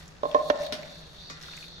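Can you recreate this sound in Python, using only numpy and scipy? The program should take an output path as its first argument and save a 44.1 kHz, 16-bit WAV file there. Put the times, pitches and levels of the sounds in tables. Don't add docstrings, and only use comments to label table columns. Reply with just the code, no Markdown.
import sys
import numpy as np
from scipy import signal
from scipy.fft import rfft, irfft, next_fast_len
from scipy.io import wavfile
from scipy.ndimage import uniform_filter1d

SR = 44100
rng = np.random.default_rng(int(sys.argv[2]) if len(sys.argv) > 2 else 0)


def file_out(sig):
    cols = np.atleast_2d(sig).T
    lim = np.clip(cols, -1, 1)
    pcm = np.round(lim * 32767).astype(np.int16)
    wavfile.write(sys.argv[1], SR, pcm)


N = 79380


# (frequency [Hz], left-right likeness)
DRONE_COLOUR = [(20, -6.5), (35, -2.5), (73, 1), (100, -8), (130, -8), (158, 4.5), (210, -12.5),
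                (470, -12.5), (750, -16), (1700, -18), (2500, -26.5), (4000, -23.5), (6800, -29.5),
                (7600, -36.5), (15000, -64)]
DRONE_ALIKE = [(30, 1), (200, 0.69), (1000, 0.12), (4000, 0.067), (10000, 0.53)]
DRONE_DB = -50
# (frequency [Hz], left-right likeness)
NEAR_ALIKE = [(300, 0.8), (1500, 0.047), (4500, 0.073), (8000, 0.88), (15000, 0.77)]

# (frequency [Hz], t60 [s])
ROOM_FADING = [(150, 0.39), (620, 1.07), (1100, 0.81), (3000, 0.17), (10000, 0.1)]
# (frequency [Hz], level [dB])
ROOM_COLOUR = [(150, 3), (480, -7), (690, 6.5), (1050, -3), (1800, -3), (3000, -6.5), (10000, -5)]
# (frequency [Hz], left-right likeness)
ROOM_ALIKE = [(200, 0.85), (600, 0.52), (1100, 0), (5000, 0.65)]
KNOCK_ROOM_DB, SMALL_ROOM_DB = -7, -2.5
ROOM_DELAY_S, ROOM_BUILD_S = 0.012, 0.011
STEEL_T60, STEEL_DB = 0.13, -4

# (time [s], squelch level [dB], fizz level [dB])
WET_LEVELS = [(0, -54.5, -64), (.2, -59, -83), (.28, -57, -63), (.34, -47, -72.5), (.48, -55, -59),
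              (.55, -47.5, -74.5), (.635, -46.5, -55.5), (.705, -55, -75), (.8, -50.5, -71),
              (.93, -52.5, -67.5), (1.04, -59, -72.5), (1.28, -59.5, -74), (1.36, -53.5, -78),
              (1.43, -45.5, -64), (1.51, -52, -68.5), (1.6, -49, -62.5), (1.7, -65, -71), (1.8, -70, -94)]
SQUELCH_TRIM_DB, FIZZ_TRIM_DB = -2, 3
SQUELCH_PER_S, FIZZ_PER_S, GRAIN_SPREAD_DB = 300, 900, 2
# (frequency [Hz], level [dB])
SQUELCH_COLOUR = [(150, -24), (500, 0), (1100, 5), (1900, 8.5), (3000, 6.5), (5500, 4), (8000, -12.5),
                  (15000, -44)]
FIZZ_COLOUR = [(1000, -18), (4000, -13), (6500, 7.5), (8000, -2), (11000, 0), (15000, -9)]

# (time [s], level [dB])
SCRAPE_LEVELS = [(0, -50.5), (.07, -73), (.21, -73), (.26, -52), (.335, -58), (.49, -44), (.53, -55.5),
                 (.66, -43.5), (.705, -56), (.78, -54), (.95, -49.5), (1.12, -55.5), (1.21, -46.5),
                 (1.29, -48), (1.385, -54.5), (1.52, -45), (1.68, -49.5), (1.8, -48)]
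# (time [s], frequency [Hz])
SCRAPE_CENTRES = [(.2, 3950), (.65, 3950), (.95, 4040), (1.16, 3870), (1.28, 4220), (1.45, 3820),
                  (1.55, 4100), (1.8, 3940)]
# (frequency [Hz], level [dB])
SKIRT_COLOUR = [(300, -32), (2700, 0), (3600, -5.5), (6000, 3.5), (7200, -25), (15000, -28)]
SCRAPE_HALF_WIDTH_HZ, SKIRT_DB, SCRAPE_TRIM_DB, SCRAPE_ROUGH_DB = 590, -12, -0.5, 1

# (time [s], level [dB], pitch [Hz])
POPS = [(0.0782, -42, 6340), (0.313, -34.5, 3380), (0.632, -36, 2090), (0.664, -28, 3800),
        (0.6643, -36, 1770), (0.8301, -32, 2180), (.958, -48, 5240), (1.413, -41, 5560),
        (1.4255, -36, 5500), (1.533, -39, 2550), (1.484, -36, 1330), (1.567, -40.5, 7100),
        (1.575, -34, 2380), (1.626, -38.5, 2470), (1.639, -35.5, 2480), (1.6816, -37.5, 3960),
        (1.78, -41, 1490)]
# (frequency [Hz], level [dB])
SPIT_COLOUR = [(200, 0), (1000, 4.5), (6000, 2), (8000, -15), (15000, -11)]
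POP_T60, POP_ATTACK_S, POP_SKIRT_DB, POP_TRIM_DB = 0.029, 0.00087, -21, -2
SPIT_TRIM_DB, SPIT_T60 = -11, 0.021

# (frequency [Hz], level [dB])
GRIP_COLOUR = [(100, -21), (330, -1.5), (3300, -11), (4800, -2), (7000, -11), (9000, -28), (15000, -38)]
# (frequency [Hz], level [dB], t60 [s])
RIM_NOTES = [(1160, -4, .15), (1373, -3, .2), (1790, -3, .16), (1992, -4, .18), (2476, -8, .26),
             (4592, 1, .1)]
GRIP_S, GRIP_DB, GRIP_RING_DB, GRIP_T60 = 1.2985, -37, -42.5, 0.11

# (frequency [Hz], level [dB])
SNAP_COLOUR = [(50, -20), (220, 1.5), (1200, -3.5), (4000, 2.5), (5500, -0.5), (7700, -19), (8700, -14),
               (15000, -29.5)]
# (frequency [Hz], level [dB])
THUMP_COLOUR = [(90, -20.5), (280, 1), (900, -47.5)]
SNAP_S, SECOND_CRACK_S, SNAP_DB = 0.7232, 0.7254, -27.5
CRACK_DB, CRACK_T60 = 3.5, 0.0081
GRIT_PER_S, GRIT_T60, GRIT_TAIL_DB, GRIT_TAIL_T60 = 1500, 0.038, -5, 0.16
THUMP_DB, THUMP_T60 = -10.5, 0.17

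# (time [s], level [dB], contact brightness [Hz], upper note level [dB],
#                     clank note level [dB], click level [dB], free ringing [s], attack [s])
KNOCKS = [(0.2327, -17, 1150, -2.5, -10, -22.5, 0.017, 0.00068),
          (.2535, -17.5, 940, -1, -16, -29, 0.0099, .001),
          (0.3458, -5.5, 1080, 0, -4, -28.5, 0.017, 0.0028),
          (.4997, -7, 2570, -11, -2.5, -23.5, 0.0057, 0.0016)]
# (frequency [Hz], level [dB], t60 [s])
BOWL_NOTES = [(283.6, -15.5, 0.078), (476, -12, 0.088), (590.8, 3, 0.046), (700, -17, 0.11),
              (770, -17, 0.093), (1015, -10, .1), (1059.3, -3, 0.15), (1391, -9.5, 0.024),
              (1790, -8.5, 0.059), (2667, -19.5, 0.038), (3243, -8, 0.033), (5820, -8.5, 0.017)]
# (frequency [Hz], level [dB])
CLICK_COLOUR = [(1000, -26), (2600, -6), (3600, 8), (4500, -7), (6000, -7), (8000, -27)]
# (frequency [Hz], level [dB], t60 [s])
STANDING_NOTES = [(610, -31, 1.1), (577, -28.5, .75)]
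UPPER_HZ, CLANK_HZ = 950, 1250
DAMPED_T60, LOW_CUT_HZ = 0.057, 280
THUD_DB, THUD_T60, CLICK_T60 = -13, 0.046, 0.031
WALL_S, WALL_DB = 0.006736, -13.5
KNOCK_PAN_DB, LAG_S = -4.5, 0.00033

TOP_HZ = 15800


def amp(db):
    return 10 ** (np.asarray(db) / 20)


def unit(x):
    return x / np.sqrt(np.mean(x ** 2) + 1e-20)


def along(points, hz):
    f, v = np.transpose(points)
    return np.interp(np.log(hz + 1), np.log(f + 1), v)


def curves(rows):
    s, *cols = np.transpose(rows)
    return [np.interp(np.arange(N) / SR, s, c) for c in cols]


def since(s):
    return np.maximum(np.arange(N) / SR - s, 0)


def fade(t, t60, attack=0.00018):
    return np.exp(-np.log(1000) * t / t60) * (1 - np.exp(-t / attack))


def filtered(x, response):
    m = next_fast_len(N + SR // 2)
    return irfft(rfft(x, m) * response(np.fft.rfftfreq(m, 1 / SR)), m)[..., :N]


def lowpass(ratio):
    return 1 / (1 - ratio ** 2 + 1j * np.sqrt(2) * ratio)


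def spread(pair, colour, alike):
    def blend(hz):
        angle = np.arccos(np.clip(along(alike, hz), -1, 1)) / 2
        return amp(along(colour, hz)) * [np.cos(angle), np.sin(angle)]

    mid, side = filtered(pair, blend)
    return unit(np.array([mid + side, mid - side]))


def noise(colour, alike=NEAR_ALIKE):
    return spread(rng.standard_normal((2, N)), colour, alike)


def grains(per_s, colour, life_s):
    happens = rng.random(N) < per_s / SR
    sizes = amp(GRAIN_SPREAD_DB * np.minimum(rng.exponential(size=N), 4)) * happens
    power = signal.lfilter([1], [1, -np.exp(-1 / (life_s * SR))], sizes ** 2)
    return spread(np.sqrt(power) * rng.standard_normal((2, N)), colour, NEAR_ALIKE)


def drone():
    return amp(DRONE_DB) * noise(DRONE_COLOUR, DRONE_ALIKE)


def kitchen(x):
    raw = noise([(20, 0.0055), (20000, 0.004)], ROOM_ALIKE)
    hz, t, z = signal.stft(raw, SR, nperseg=256)
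    t60 = along(ROOM_FADING, hz)[:, None]
    gain = amp(along(ROOM_COLOUR, hz))[:, None] * np.sqrt(2 * np.log(1000) / (t60 * SR))
    tail = signal.istft(z * gain * fade(t, t60, ROOM_BUILD_S), SR, nperseg=256)[1][:, :SR]
    delayed = np.pad(tail, ((0, 0), (int(ROOM_DELAY_S * SR), 0)))
    return signal.fftconvolve(x, delayed, axes=1)[:, :N]


def steel(x):
    t = np.arange(SR // 8) / SR
    ring = noise([(300, -16), (1500, 3.0), (16000, -2.0)])[:, :len(t)] * fade(t, STEEL_T60)
    ring = amp(STEEL_DB) * ring / np.linalg.norm(ring, axis=1, keepdims=True)
    ringing = signal.fftconvolve(x, ring, axes=1)[:, :N]
    return (x + ringing) / np.hypot(1, amp(STEEL_DB))


def batter():
    squelch_db, fizz_db = curves(WET_LEVELS)
    squelch = grains(SQUELCH_PER_S, SQUELCH_COLOUR, life_s=0.00033)
    fizz = grains(FIZZ_PER_S, FIZZ_COLOUR, life_s=0.00076)
    return amp(squelch_db + SQUELCH_TRIM_DB) * squelch + amp(fizz_db + FIZZ_TRIM_DB) * fizz


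def scrape():
    level_db, = curves(SCRAPE_LEVELS)
    hz, t, z = signal.stft(rng.standard_normal((2, N)), SR, nperseg=512)
    centre_hz = np.interp(t, *np.transpose(SCRAPE_CENTRES))
    detune = (hz[:, None] - centre_hz) / SCRAPE_HALF_WIDTH_HZ
    hiss = unit(signal.istft(z / np.sqrt(1 + detune ** 10), SR, nperseg=512)[1][:, :N])
    wander = unit(uniform_filter1d(rng.standard_normal(N), size=180))
    roughness = amp(SCRAPE_ROUGH_DB * wander)
    return amp(level_db + SCRAPE_TRIM_DB) * roughness * (hiss + amp(SKIRT_DB) * noise(SKIRT_COLOUR))


def pops():
    notes, spray = np.zeros((2, N)), np.zeros(N)
    for s, db, hz in POPS:
        t = since(s)
        band = [(hz / 10, 2 * POP_SKIRT_DB), (hz / 1.6, POP_SKIRT_DB), (hz, 0),
                (hz * 1.43, POP_SKIRT_DB), (hz * 10, 3 * POP_SKIRT_DB)]
        notes += amp(db) * fade(t, POP_T60, POP_ATTACK_S) * noise(band)
        spray += amp(db) * fade(t, SPIT_T60, POP_ATTACK_S)
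    return amp(POP_TRIM_DB) * notes + amp(SPIT_TRIM_DB) * spray * noise(SPIT_COLOUR)


def grip():
    t = since(GRIP_S)
    ring = np.zeros((2, N))
    for hz, db, t60 in RIM_NOTES:
        start = rng.random((2, 1))
        ring += amp(db) * fade(t, t60) * np.sin(2 * np.pi * (hz * t + start))
    pat = fade(t, GRIP_T60) * noise(GRIP_COLOUR)
    return amp(GRIP_DB) * pat + amp(GRIP_RING_DB) * ring


def snap():
    t = since(SNAP_S)
    both_cracks = fade(t, CRACK_T60) + fade(since(SECOND_CRACK_S), CRACK_T60)
    crack = amp(CRACK_DB) * both_cracks * noise(SNAP_COLOUR)
    grit_level = fade(t, GRIT_T60) + amp(GRIT_TAIL_DB) * fade(t, GRIT_TAIL_T60)
    grit = grit_level * grains(GRIT_PER_S, SNAP_COLOUR, life_s=0.00016)
    thump = amp(THUMP_DB) * fade(t, THUMP_T60) * noise(THUMP_COLOUR)
    return amp(SNAP_DB) * (crack + grit + thump)


def bowl_ring(s, upper_db, clank_db, free_s, attack_s):
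    t = since(s)
    ring = np.zeros(N)
    for hz, level, t60 in BOWL_NOTES:
        strike_db = clank_db if hz > CLANK_HZ else upper_db if hz > UPPER_HZ else 0
        ring += amp(level + strike_db) * fade(t, t60, attack_s) * np.sin(2 * np.pi * hz * t)
    return ring * np.exp(-np.log(1000) * since(s + free_s) / DAMPED_T60)


def wall_echo(blow):
    return amp(WALL_DB) * filtered(
        blow, lambda hz: np.exp(-2j * np.pi * hz * WALL_S) / (1 + (hz / 2500) ** 2))


def knocks():
    out = np.zeros((2, N))
    left_right = np.array([[0.5], [-0.5]])
    for s, db, bright_hz, upper_db, clank_db, click_db, free_s, attack_s in KNOCKS:
        t = since(s)

        def contact(hz):
            return lowpass(hz / bright_hz) * lowpass(hz / LOW_CUT_HZ) * (hz / LOW_CUT_HZ) ** 2

        ring = bowl_ring(s, upper_db, clank_db, free_s, attack_s)
        thud_noise = noise([(200, 5.5), (5800, 0.5), (7500, -21), (15000, -41)])
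        thud = amp(THUD_DB) * fade(t, THUD_T60) * thud_noise
        click = amp(db + click_db) * fade(t, CLICK_T60) * noise(CLICK_COLOUR)
        blow = filtered(amp(db) * (ring + thud), contact) + click
        blow = blow + wall_echo(blow)
        near = filtered(blow, lambda hz: np.exp(-2j * np.pi * hz * LAG_S * left_right))
        held = sum(amp(db + level) * fade(t, t60, ROOM_BUILD_S) * np.sin(2 * np.pi * hz * t)
                   for hz, level, t60 in STANDING_NOTES)
        out += near * amp(KNOCK_PAN_DB * left_right) + amp(KNOCK_ROOM_DB) * kitchen(blow) + held
    return out


def scene():
    stirring = steel(scrape() + batter())
    small = steel(snap() + grip()) + pops()
    small_echoes = amp(SMALL_ROOM_DB) * kitchen(small)
    return drone() + stirring + small + small_echoes + knocks()


def record(dry):
    return filtered(dry, lambda hz: hz < TOP_HZ)


dry = scene()
out = record(dry)
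file_out(out)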